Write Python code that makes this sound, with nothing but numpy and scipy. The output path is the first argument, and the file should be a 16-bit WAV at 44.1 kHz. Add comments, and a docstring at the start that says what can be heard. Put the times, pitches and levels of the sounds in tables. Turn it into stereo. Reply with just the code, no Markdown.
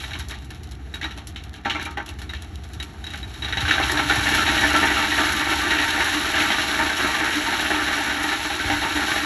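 """A dump truck stands on a paved drive with its bed raised; diesel and hoist pump hum throughout.
At first single stones tumble on the steel bed, knock the tailgate until it pings, and crack on the pavement.
After some three and a half seconds the gate clatters and the load lets go: crushed rock pours out in a dense
clatter that lasts to the end. Blows are noise bursts rung through the bed's modes, with struck modes,
pings, slumps and booms added; the engine is a sum of shaft harmonics over throbbing noise."""
import sys
import numpy as np
from scipy import signal
from scipy.fft import rfft, irfft, next_fast_len
from scipy.io import wavfile

SR = 44100
rng = np.random.default_rng(int(sys.argv[2]) if len(sys.argv) > 2 else 0)


def dump_mix(stems):
    """Bounce the given channels to the path in sys.argv[1] as a 16-bit WAV at rate SR."""
    frames = np.atleast_2d(stems).T  # one column per channel
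    limited = np.clip(frames, -1, 1)  # hard clip at full scale
    pcm = np.round(limited * 32767).astype(np.int16)
    wavfile.write(sys.argv[1], SR, pcm)


N = 407922
TIME = np.arange(N) / SR
SIZE = next_fast_len(N + SR // 2, True) // 2 * 2   # even FFT length with room for ringing
HZ = np.maximum(np.arange(SIZE // 2 + 1) * SR / SIZE, 1)

# loose stones crack on the pavement: [t/s, relative level/dB, weight from 0 chip to 1 rock]
PAVEMENT_HITS = [(.0223, -48, 0.39), (0.189, -48, 0.31), (.1955, -38.5, 0.58), (0.285, -45, 0.35),
                 (0.309, -40.5, 0.75), (0.4213, -54, 0.74), (.4450, -57, 0.3), (0.505, -44.5, 0.66),
                 (.5470, -49, 0.63), (0.633, -47, 0.5), (0.712, -46, 0.52), (0.942, -42, 0.47),
                 (1.045, -50, 1), (1.166, -54, 0.83), (1.176, -44, 0.77), (1.271, -43.5, 0.34),
                 (1.298, -54, 0.55), (1.437, -48.5, 0.64), (1.5620, -51, 0.73), (1.636, -61, 0.84),
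                 (1.826, -41, 0.63), (1.852, -47, 0.29), (1.9074, -45.5, 0.63), (2.061, -43.5, 0.53),
                 (2.09, -42, 0.55), (2.188, -44, 0.61), (2.217, -42, 0.61), (2.422, -46.5, 0.69),
                 (2.6360, -48, 0.58), (2.734, -44.5, 0.52), (2.827, -41.5, 0.45), (3.174, -44, 0.67),
                 (3.3450, -58, .5), (3.614, -35, 0.65), (3.7295, -48, 0.44), (3.917, -35.5, 0.31),
                 (4.156, -43, 0.22), (4.2897, -38, 0.28), (4.348, -39, 0.19), (4.42, -40, 0.37),
                 (4.608, -37, 0.35), (5.2446, -45, 0.41), (5.322, -43, 0.2), (6.043, -48, 0.088),
                 (8.231, -51.5, 0.03)]
# stones knock against the tailgate: [t/s, relative knock level/dB, relative ping level/dB]
GATE_HITS = [(0.0223, -38, -29), (0.0385, -28.5, -17.5), (.1087, -31, -21), (0.203, -34, -21),
             (0.3058, -41, -22), (0.9393, -31, -13), (1.042, -27, -11), (1.1081, -31.5, -24),
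             (1.812, -31, -21), (1.853, -39, -25), (2.293, -29.5, -15.5), (2.8, -28, -12.5),
             (3.0407, -34.5, -16.5), (3.067, -30, -15), (3.104, -33, -20), (3.136, -26.5, -18),
             (3.229, -35, -16), (3.3396, -36, -24), (3.4222, -24, -11), (3.446, -22.5, -11),
             (3.4845, -22, -28), (3.525, -19.5, -9), (3.571, -16.5, -8), (3.607, -19.5, -12),
             (3.68, -13.5, -9), (3.7091, -12, -17), (3.7375, -16, -7), (3.83, -17, -13), (4.464, -16, -15),
             (5.706, -15, -29)]
# resonances of the steel bed and the air between its walls: [f/Hz, width/Hz, lift/dB]
BED_MODES = [(218, 18, 7), (300, 22, 12.3), (605, 20, 5), (645, 14, 8), (725, 24, 4), (808, 30, 12),
             (875, 16, 9), (917, 18, 17), (1020, 20, 10), (1050, 14, 9), (1110, 11, 14), (1184, 11, 15.5),
             (1263, 11, 13), (1345, 12, 14.5), (1431, 40, 5.5), (1547, 18, 6), (1650, 50, 4), (1765, 42, 9),
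             (1894, 16, 8), (1945, 20, 4), (2025, 20, 3), (2110, 22, 2.5), (2207, 35, 6), (2271, 22, 8),
             (2368, 25, 4), (2562, 25, 3), (2680, 26, 7), (2820, 70, 7), (3014, 35, 4.5), (3125, 28, 4.5),
             (3280, 40, 2.5), (3843, 80, 5.5), (5673, 150, 5)]


def single_stones(bed_hits):
    """Impact excitation: each stone heard alone drives four bands, thud, clank, clink and crack."""
    s, (thud_db, clank_db, clink_db, crack_db) = blows(bed_hits)
    rebound_s = s + rng.uniform(.004, .012, len(s))
    grind = from_db(1.5)   # height of the brief grind over the dying shower
    thud_blows = bouncing(s, rebound_s, from_db(thud_db + 2.5))
    clank_blows = bouncing(s, rebound_s, from_db(clank_db - 7.5))
    clink_blows = bouncing(s, rebound_s, from_db(clink_db - 3.5))
    crack_blows = impulses(s, from_db(crack_db + 5.5))
    thud = rattle(thud_blows, t60=0.17, snap=0.03, grain_db=3.5)
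    clank = rattle(clank_blows, t60=0.17, snap=0.1, grain_db=4.0, grind=grind, clump_db=4.5)
    clink = rattle(clink_blows, t60=0.24, snap=0.1, grain_db=3.5, grind=grind, clump_db=1.5)
    crack = rattle(crack_blows, t60=0.11, snap=0.14, grain_db=6.0, grind=grind, clump_db=3.0)
    return np.array([thud, clank, clink, crack + chips() + skips()])


def blows(bed_hits):
    """Impact spectra: surface, strength and weight set each blow's (thud, clank, clink, crack) levels."""
    # how a blow of middle weight divides: [thud/dB, clank/dB, clink/dB, crack/dB]
    on_pavement = (-4.5, 8.5, 4.5, 2.5)
    on_gate = (-11.5, 4, -1, -13)
    on_bed = (-11, -3.5, -16, -27)
    # what the step from chip to rock adds: [thud/dB, clank/dB, clink/dB, crack/dB]
    pavement_weight = (49, 26, 22, 5)
    bed_weight = (22.5, 11, -21.5, -22)
    pavement_s, db, weight = np.transpose(PAVEMENT_HITS)
    pavement = db[:, None] + on_pavement + np.outer(weight - .5, pavement_weight)
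    gate_s, db, _ = np.transpose(GATE_HITS)
    gate = on_steel(db, on_gate)
    bed_s, db, weight, _ = np.transpose(bed_hits)
    floor = on_steel(db, on_bed) + np.outer(weight - .5, bed_weight)
    return np.concatenate([pavement_s, gate_s, bed_s]), np.vstack([pavement, gate, floor]).T


def on_steel(db, surface):
    """Nonlinear impact on steel: the crack grows less than the blow, so harder blows sound duller."""
    dulling, middling_blow_db = 0.84, -31   # dB lost for each dB above a middling blow
    levels = db[:, None] + surface
    levels[:, -1] -= dulling * (db - middling_blow_db)
    return levels


def bouncing(s, rebound_s, heights, share=0.19):
    """Energy division: an angular stone lands on one corner and tips onto another with a share of the energy."""
    share = np.clip(share, 0, 1)
    return impulses(s, heights * np.sqrt(1 - share)) + impulses(rebound_s, heights * np.sqrt(share))


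def skips(level_db=11.5, chip_db=43.5, low_cut_hz=5500, count=3):
    """Inelastic rebound: a dry, high tick on the pavement, then weaker skips; light chips tick hardest."""
    skip_s, shrink, loss_db = 0.013, 0.67, 8   # nominal first gap, its share left for the next, loss per skip
    s, db, weight = np.transpose(PAVEMENT_HITS)
    ticks = np.zeros(N)
    for k in range(count):
        ticks += impulses(s, from_db(db + level_db + chip_db * (.5 - weight) - k * loss_db))
        s = s + skip_s * shrink ** k * rng.uniform(0.36, 1.2, len(s))
    high_pass = signal.butter(2, low_cut_hz, "high", fs=SR)
    return signal.lfilter(*high_pass, rattle(ticks, t60=0.063, snap=0.26, grain_db=4.0))


def chips(per_s=20, level_db=-30.5, follows=0.37):
    """Random point process: chips fly from the gate and tick on the pavement, harder in a fuller flow."""
    sizes = from_db(5 * np.clip(rng.standard_normal(N), -2, 1.5))
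    ticks = (rng.random(N) < per_s / SR) * sizes
    return with_flow(level_db, follows) * rattle(ticks, t60=0.018, snap=0.24, grain_db=13.0)


def sliding_load(falls_per_s=330):
    """Granular flow: stones of uneven size land at random; one stream of falls drives the lows, another the
    highs."""
    sizes = from_db(4 * np.clip(rng.standard_normal(N), -2, 2))
    low_falls, high_falls = (rng.random((2, N)) < falls_per_s / SR) * sizes
    thud = rms_one(rattle(low_falls, t60=0.28, snap=0.7, grain_db=2.0))
    clank = rms_one(rattle(low_falls, t60=0.18, snap=0.39, grain_db=4.5))
    clink = rms_one(rattle(high_falls, t60=0.18, snap=0.18, grain_db=4.0, clump_db=1.0))
    crack = rms_one(rattle(high_falls, t60=0.36, snap=0.48, grain_db=2.0, clump_db=0.5))
    return np.array([
        with_flow(level_db=-25.5, follows=0.92) * thud,
        with_flow(level_db=-22, follows=1.26) * clank,
        with_flow(level_db=-26.5, follows=0.99) * clink,
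        with_flow(level_db=-26.5, follows=0.83) * crack])


def flow_at(s):
    """Flow rate as a level: a trickle over the tailgate until the load lets go."""
    # flow of rock: [t/s, level/dB]
    flow = [(0.0, -35.5), (0.49, -58), (0.95, -56.5), (1.11, -57), (1.65, -65), (1.88, -79), (2.09, -57),
            (2.68, -53.5), (3.45, -40.5), (3.6, -36), (3.71, -28.5), (4.22, -23.5), (4.77, -20),
            (5.35, -22.5), (6.93, -22.5), (8.45, -25.5), (8.57, -27.5), (8.75, -25), (9.25, -24)]
    return np.interp(s, *np.transpose(flow))


def with_flow(level_db, follows):
    """Gain law of the pour: level at full flow, and the share of the flow's swing that is followed."""
    full_flow_db = -23
    return from_db(level_db + follows * (flow_at(TIME) - full_flow_db))


def middling_rocks(per_s=22, start_s=3.8, above_flow_db=2.5, spread_db=3):
    """Stratified random arrivals: rocks of the pour as rows like the bed hits, louder in a fuller flow."""
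    pour_s = N / SR - start_s
    when, weight, size, spot = rng.random((round(per_s * pour_s), 4)).T
    s = start_s + (np.arange(len(when)) + when) / len(when) * pour_s
    db = flow_at(s) + above_flow_db + spread_db * (2 * size - 1)
    spot_hz = np.interp(spot, [0, 1], (1050, 2900))
    return np.transpose([s, db, weight / 2, spot_hz])


def clacks(per_s=70, level_db=-12.0, cycles=24, overtone=1.68, count=22):
    """Free vibration: rock knocks on rock in the pour and rings two short partials at the stone's pitch."""
    sizes = from_db(5 * np.clip(rng.standard_normal(N), -2, 1.5)) * rng.choice([-1, 1], N)
    knocks = sizes * (rng.random(N) < per_s / SR)
    dealt = rng.integers(0, count, N)   # which pitch each knock gets
    rings = 0
    for k, hz in enumerate(np.geomspace(1150, 3700, count)):
        own = knocks * (dealt == k)
        upper_hz = hz * overtone
        rings = rings + ring(own, hz, cycles / hz) - ring(own, upper_hz, cycles / upper_hz) / 2
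    return from_db(flow_at(TIME) + level_db) * rms_one(rings)


def bed(drives, knocks, liveliness=1.184):
    """Resonant filtering: contacts ring through the bed's modes; liveliness is an exponent on their lift."""
    # spectra of the four drives: [f/Hz, relative level/dB]
    thud_spectrum = [(60, -11), (160, -16), (240, -5.5), (370, 3), (440, -5.5), (545, -9.5), (620, 0),
                     (800, 0), (1000, 0.5), (1300, -6.5), (2000, -44), (5000, -55)]
    clank_spectrum = [(200, -11.5), (390, -9), (550, -16), (700, -13), (1200, -17), (1500, 1.5), (1800, -2),
                      (2100, -2.5), (2400, -3.5), (3200, -12), (13000, -53.5)]
    clink_spectrum = [(500, -35), (1800, -5.5), (2400, 1.5), (2900, 2), (3200, 4.5), (4100, 3),
                      (5000, -7.5), (7000, -13), (13000, -36)]
    crack_spectrum = [(400, -35), (1500, -24), (3000, 7), (4500, 10.5), (6000, 1), (7300, 3.5),
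                      (8500, -0.5), (12000, -9.5)]
    power = 1 + sum((from_db(db) ** 2 - 1) / (1 + (2 * (HZ - hz) / width) ** 2) for hz, width, db in BED_MODES)
    lift = np.sqrt(power.clip(0)) ** liveliness
    out = 0
    for drive, spectrum in zip(drives, [thud_spectrum, clank_spectrum, clink_spectrum, crack_spectrum]):
        out = out + colour(drive, rms_one(lift * from_db(over_hz(spectrum))))
    out[0] += colour(knocks, lift / 2)
    return out


def struck_spots(bed_hits, level_db=-5.5, reach_octaves=0.091, damping=0.79, spread_db=10.0, gate_hz=1900,
                 gate_db=-6.0, floor_hz=900, floor_db=-12.0, weight_db=13.0):
    """Modal excitation: a knock rings the modes near its own pitch in a new mix, then the floor plate by weight."""
    rebound_s = 0.00817   # from a rock's first touch to its full weight on the floor plate
    spots = [(s, db, hz) for s, db, _, hz in bed_hits]
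    spots += [(s, db + gate_db, gate_hz) for s, db, _ in GATE_HITS]
    spots += [(s + rebound_s, db + floor_db + weight_db * (weight - .5), floor_hz) for s, db, weight, _ in bed_hits]
    s, db, spot_hz = np.transpose(spots)
    mode_hz, width, lift_db = np.transpose(BED_MODES)
    shares = np.exp(-(np.log2(mode_hz / spot_hz[:, None]) / reach_octaves) ** 2)
    shares = shares * from_db(lift_db + spread_db * rng.standard_normal(shares.shape))
    shares = shares * rng.choice([-1, 1], shares.shape)
    heights = from_db(db + level_db) * shares.T / np.linalg.norm(shares, axis=1)
    t60 = np.log(1000) / (np.pi * width * damping)   # a narrower mode rings longer
    return sum(ring(impulses(s, row), hz, decay) for row, hz, decay in zip(heights, mode_hz, t60))


def tailgate(level_db=-5.5, upper_db=-23.5, ping_hz=3845, upper_ratio=1.0, t60=.072, spread=0.0046, rise_s=0.0012):
    """Close modes interfere: two steel modes ping at each knock; rock leaning on the gate shifts their pitch."""
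    out, age = np.zeros(N + SR), TIME[:SR // 5]
    shifts = rng.standard_normal((len(GATE_HITS), 2))
    for (s, _, ping_db), (shift, gap) in zip(GATE_HITS, shifts):
        angle = 2 * np.pi * ping_hz * (1 + spread * shift) * age
        pair = np.sin(angle) + from_db(upper_db) * np.sin(angle * (upper_ratio + spread * gap))
        envelope = from_db(ping_db + level_db - 60 * age / t60) * (1 - np.exp(-age / rise_s))
        out[round(s * SR):][:len(age)] += envelope * pair
    return out[:N]


def slumps(hz=299, rise_s=0.024, level_db=-1.5):
    """Soft excitation: a mass of rock drops against the bed and a low resonance swells and dies."""
    # slumps that make the bed drone: [t/s, relative level/dB]
    drops = [(1.863, -39), (3.792, -39), (3.921, -24), (4.003, -25), (4.368, -37), (4.644, -22.5),
             (4.865, -21), (5.193, -20.5), (5.715, -24), (6.119, -24), (6.7, -24), (7.347, -24),
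             (7.722, -24), (8.234, -23), (8.712, -20), (8.945, -20.5)]
    s, db = np.transpose(drops)
    age = TIME[:SR // 2]
    swell = age / rise_s * np.exp(1 - age / rise_s) * np.sin(2 * np.pi * hz * age)
    return signal.fftconvolve(impulses(s, from_db(db + level_db)), swell)[:N]


def booms(centre_hz=75, fall_db=14):
    """Low-frequency body vibration: the shifting load shakes the whole bed in a band about the centre."""
    # dull booms: [t/s, relative level/dB]
    shifts = [(2.759, -24), (3.623, -24), (4.169, -21), (4.324, -19), (8.645, -20), (8.719, -19.5)]
    s, db = np.transpose(shifts)
    shake = rattle(impulses(s, from_db(db - 7.5)), t60=0.4, snap=0.8, grain_db=14.0)
    return colour(shake, rms_one(from_db(-fall_db * np.log2(HZ / centre_hz) ** 2)))


def diesel(surge_db=1.05, throb=0.18, noise_db=-40.5, noise_follows=0.7):
    """Harmonic series of rotation: engine and geared hoist pump beat; noise throbs with each pump turn."""
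    # load on the diesel: [t/s, relative level/dB]
    engine_load = [(0.0, -38.5), (1.49, -37.5), (3.2, -36), (4.6, -35), (6.65, -41.5), (9.25, -44)]
    # hum of the diesel: [multiple of its firing cycle rate, relative level/dB]
    engine_orders = [(3, -22), (4, -8), (5, -7.5), (6, -19), (7, -11.5), (10, -17.5), (11, -22),
                     (12, -15.5), (13, -16.5), (15, -17.5), (16, -16)]
    # hum of the hoist pump: [multiple of its shaft rate, relative level/dB]
    pump_orders = [(4, 0.5), (5, -2)]
    # upper hum of the pump: [multiple of its shaft rate, relative level/dB]
    upper_orders = [(6, -9.5), (7, -7), (8, -10.5)]
    # upper hum comes and goes with the oil pressure: [t/s, relative level/dB]
    upper_hum = [(0, 3.5), (.62, 3), (.9, -10.5), (3.1, -6.5), (3.6, 4), (4.5, -1), (5.4, -6), (7.0, -5.5),
                 (9.25, -2)]
    # broadband engine noise: [f/Hz, relative level/dB]
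    noise_spectrum = [(22, -28), (34, -7), (50, 4.5), (75, 6.5), (125, 1.5), (180, -6), (320, -1),
                      (450, -10), (560, -20.5), (720, -4.5), (1000, -12), (2000, -15.5), (4000, -26.5),
                      (7000, -38), (13000, -68)]
    cycle_hz, pump_hz, speed_waver, roughness = 13.93, 16.24, .004, .2
    level_db, upper_db = in_time(engine_load), in_time(upper_hum)
    turning = 2 * np.pi * np.cumsum(1 + speed_waver * drift(1.925)) / SR   # angle of a 1 Hz shaft
    tones = shaft_tones(cycle_hz * turning, engine_orders, roughness)
    tones = tones + shaft_tones(pump_hz * turning, pump_orders, roughness)
    tones = tones + from_db(upper_db) * shaft_tones(pump_hz * turning, upper_orders, roughness)
    noise = rng.standard_normal((2, N)) * (1 + throb * np.cos(pump_hz * turning))
    noise_gain = from_db(noise_db + noise_follows * (level_db - level_db.mean()))
    out = noise_gain * colour(noise, rms_one(from_db(over_hz(noise_spectrum))))
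    out[0] += from_db(level_db + 2.5 + surge_db * drift(11)) * rms_one(tones)
    return out


def shaft_tones(angle, orders, rough):
    """Order synthesis: sines on multiples of a turning shaft, each swelling and slipping in phase a little."""
    hum = 0
    for k, db in orders:
        swell = 1 + rough * drift(8.9)
        slip = rough * drift(3.18) + rng.uniform(0, 2 * np.pi)
        hum = hum + from_db(db) * swell * np.sin(round(k) * angle + slip)
    return hum


def rattle(blows, t60, snap, grain_db, grind=0, clump_db=0):
    """Exponential energy decay: a snap, brief grind and dying shower of clumped contacts; rows direct, scattered."""
    grind_t60 = 0.018   # s
    keep, grind_keep = from_db(-120 / (np.array([t60, grind_t60]) * SR))   # energy kept per sample
    energy = blows ** 2 + 1e-18
    power = signal.lfilter([1], [1, -keep], energy)
    power = power + signal.lfilter([grind ** 2], [1, -grind_keep], energy)
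    clumps = clump_db * drift(400)
    unevenness = from_db(grain_db * rng.standard_normal(N) + clumps)
    shower = np.sqrt(power) * rms_one(rng.standard_normal((2, N)) * unevenness)
    shower[0] += snap * blows * rng.choice([-1, 1], N) / np.sqrt(1 - keep)
    return shower


def ring(clicks, hz, t60):
    """Damped oscillator: a unit click sets a sine of height 1 ringing."""
    r, w = from_db(-60 / (t60 * SR)), 2 * np.pi * hz / SR
    return signal.lfilter([0, np.sin(w)], [1, -2 * r * np.cos(w), r * r], clicks + 1e-18)


def impulses(times, heights):
    """Ideal impulses: one click at each time."""
    out = np.zeros(N)
    out[np.clip(np.round(times * SR).astype(int), 0, N - 1)] = heights
    return out


def response(gain):
    """Minimum phase by folding the cepstrum: resonances ring after a blow, never before it."""
    cepstrum = irfft(np.log(gain + 1e-9))
    cepstrum[1:SIZE // 2] *= 2
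    cepstrum[SIZE // 2 + 1:] = 0
    return np.exp(rfft(cepstrum))


def colour(x, gain):
    """Linear filtering: multiply the spectrum by the minimum-phase response of this gain."""
    return irfft(rfft(x, SIZE) * response(gain))[..., :N]


def from_db(db):
    """Logarithmic level: decibels to amplitude gain."""
    return 10 ** (np.asarray(db) / 20)


def rms_one(x):
    """Normalisation by mean power: scale to unit rms."""
    return x / np.sqrt(np.mean(np.abs(x) ** 2) + 1e-20)


def in_time(rows):
    """Linear interpolation: a curve's value at every sample."""
    return np.interp(TIME, *np.transpose(rows))


def over_hz(points):
    """Logarithmic pitch scale: a table joined by straight lines over log frequency."""
    hz, value = np.transpose(points)
    return np.interp(np.log(HZ), np.log(hz), value)


def drift(rate):
    """Band-limited chance: random knots at this rate per second, joined by lines, rms 1."""
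    knots = rng.standard_normal(4096)
    return rms_one(np.interp(TIME * rate, np.arange(len(knots)), knots))


def ports(x):
    """Interaural-style coherence: two ports share direct sound, the right one lagging; scattered sound differs."""
    # lag of the right port: [f/Hz, phase/rad]
    port_phase = [(20, 0), (390, 0), (580, 1.5), (800, 1.5), (1000, 3.1), (1430, 6.2), (1850, 6.3),
                  (2600, 7.7), (3500, 7.6), (3820, 6.3), (4850, 9.4), (5650, 12.5), (6700, 13),
                  (8350, 15.6), (9560, 15.8), (11800, 18.6), (13300, 18.85)]
    # left over right: [f/Hz, level/dB]
    port_balance = [(200, 0), (480, -2), (650, 0), (850, 6), (1150, 7), (1650, 2.5), (2500, 1.5), (3100, 5),
                    (3850, 5), (4700, 0)]
    # likeness of the two ports: [f/Hz, likeness from 0 to 1]
    port_likeness = [(400, 0.97), (1800, 0.99), (2400, 0.37), (2800, 0.85), (3750, 0.51), (4850, 0.92),
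                     (5300, 0.081), (6000, 1), (7400, 0.18), (8500, 1), (9400, 1), (11000, 0.6),
                     (12200, 0.83)]
    direct, scattered = rfft(x, SIZE)
    alike = np.clip(over_hz(port_likeness), 0, 1)
    common, apart = np.sqrt(1 + alike) * direct, np.sqrt(1 - alike) * scattered
    tilt = from_db(over_hz(port_balance))
    left = (common + apart) * tilt
    right = (common - apart) * np.exp(-1j * over_hz(port_phase))
    return irfft(np.array([left, right]) / np.sqrt(1 + tilt ** 2))[:, :N]


def scene():
    """Superposition: rock, steel and engine all come from the back of the truck."""
    # rocks tumble on the bed: [t/s, relative level/dB, weight from 0 chip to 1 rock, struck spot f/Hz]
    tumbling_rocks = [(.002, -25, 0.055, 2820), (.1331, -19.5, 0, 2240), (.152, -22, 0.47, 2980),
                      (.1985, -28, 0.2, 1800), (.2957, -26, 0.043, 2240), (.3391, -28, 0, 1780),
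                      (1.013, -17.5, 0.058, 1780), (1.029, -17, 0.18, 2250), (1.054, -23, .3, 1770),
                      (1.3604, -21.5, 0, 3010), (1.5405, -29.5, 0.035, 1700), (1.6495, -17, 0.2, 2000),
                      (1.652, -19, 0.4, 1410), (1.657, -9.5, 0.51, 794), (1.698, -9, 0.1, 2820),
                      (1.705, -13, 0.25, 2770), (1.7494, -17, 0.63, 1450), (1.756, -14, .35, 2230),
                      (1.797, -16.5, 0.23, 1770), (1.814, -21, 0.3, 2300), (1.855, -16, 0.4, 2280),
                      (1.865, -22.5, 0.46, 1345), (1.9715, -16, 0.62, 1860), (1.974, -19.5, 0.37, 2900),
                      (1.979, -19, 0.67, 1430), (2.08, -23, 0.34, 2820), (2.094, -30, 0.45, 2820),
                      (2.3352, -18, 0.12, 1760), (3.6523, -9.5, 0.17, 1580), (3.708, -9, 0.14, 1740),
                      (3.7803, -8, 0.39, 1490), (3.8003, -5, 0.46, 820), (3.826, -11, 0.27, 2830),
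                      (3.895, -9.5, 0.21, 1720), (3.919, -14, 0.73, 1740), (3.9721, -6, 0.23, 1600),
                      (3.991, -8.5, 0.68, 1460), (4.0977, -2, 0.3, 1440), (4.16, -10, 0.25, 1760),
                      (4.269, -9.5, 0.17, 1750), (4.286, -14, 0.15, 812), (4.3382, -8.5, 0, 1710),
                      (4.378, -7.5, 0.22, 1370), (4.402, -21, 0.15, 1780), (4.462, -19, 0.13, 1770),
                      (4.489, -7, 0.12, 1790), (4.545, -10, 0.2, 1550), (4.577, -10, 0, 1770),
                      (4.6204, -6, 0.31, 1770), (4.639, -6.5, 0.44, 1770), (4.7377, -7, 0.6, 1730),
                      (4.751, -4.5, 0.31, 1400), (4.8281, -7, 0.57, 1760), (4.838, -15, .3, 1550),
                      (4.871, -10, 0.1, 1770), (4.899, -12, 0.47, 1890), (4.969, -11, 0.2, 1370),
                      (4.995, -9, .3, 1345), (5.025, -12, 0.13, 917), (5.068, -15, 0.17, 915),
                      (5.116, -7, 0.41, 1820), (5.1828, -5.5, 0.42, 1670), (5.209, -16, 0.77, 1250),
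                      (5.51, -16, 0.96, 2270), (5.527, -15, 0.64, 1440), (5.659, -12, 0.59, 1720),
                      (5.707, -11, 0.41, 1770), (5.732, -15, 0.2, 1550), (5.786, -7.5, 0.15, 1760),
                      (5.891, -12, 0.067, 1700), (5.905, -14, .1, 2820), (6.0524, -13, 0.43, 1800),
                      (6.07, -9.5, 0.55, 1630), (6.125, -18, 0.52, 1780), (6.245, -15, 0.23, 1480),
                      (6.3429, -11.5, 0.1, 1740), (6.368, -11.5, 0.024, 1750), (6.403, -8.5, 0.25, 2820),
                      (6.502, -11, 0.61, 2980), (6.519, -7, 0.089, 1750), (6.594, -10.5, 0, 1780),
                      (6.675, -27, 0.16, 1550), (6.7906, -9.5, 0.64, 1750), (6.851, -14, 0.61, 1780),
                      (6.899, -9, 0.37, 1570), (7.046, -13, 0.76, 1440), (7.142, -8.5, 0.33, 1750),
                      (7.202, -10.5, 0.58, 2230), (7.4716, -13, 0.58, 1860), (7.526, -15, 0.55, 812),
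                      (7.7031, -7, 0.47, 1780), (7.709, -12, 0.61, 812), (7.745, -11, 0.39, 910),
                      (7.8777, -9, 0.35, 1660), (7.9266, -11, 0.27, 1660), (8.006, -13, 0.28, 794),
                      (8.096, -12.5, 0.25, 1470), (8.2388, -15, 0.72, 1810), (8.29, -10, 0.22, 1760),
                      (8.503, -10, 0.34, 800), (8.599, -11, 0.17, 1540), (8.6856, -13, 0.56, 1670),
                      (8.7, -7, 0.39, 800), (8.722, -12.5, 0.34, 1530), (8.819, -11, 0.61, 1780),
                      (8.848, -20.5, 1, 1550), (8.958, -13.5, 0.64, 1740), (9.028, -13, 0.65, 1680),
                      (9.082, -12, 0.53, 1620), (9.1167, -9, 0.36, 1790), (9.16, -10.5, 0.49, 1740)]
    bed_hits = np.vstack([tumbling_rocks, middling_rocks()])
    truck = bed(single_stones(bed_hits) + sliding_load(), clacks()) + booms() + diesel()
    truck[0] += struck_spots(bed_hits) + tailgate() + slumps()
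    return ports(truck)


def record(dry):
    """Transducer response and saturation: a high-treble peak, rounded tallest peaks and a cut top."""
    # microphone response: [f/Hz, gain/dB]
    microphone = [(22, -13), (38, -1.5), (8300, -3.5), (10200, 9), (11600, 4), (12500, -7), (13600, -33)]
    heard = colour(dry, from_db(over_hz(microphone)))
    heard = heard / (1 + (heard / .85) ** 6) ** (1 / 6)
    stop_hz = 13700 * 1.12   # from here up at least 60 dB down
    return signal.sosfilt(signal.cheby2(12, 60, stop_hz, fs=SR, output="sos"), heard)


dry = scene()
out = record(dry)
dump_mix(out)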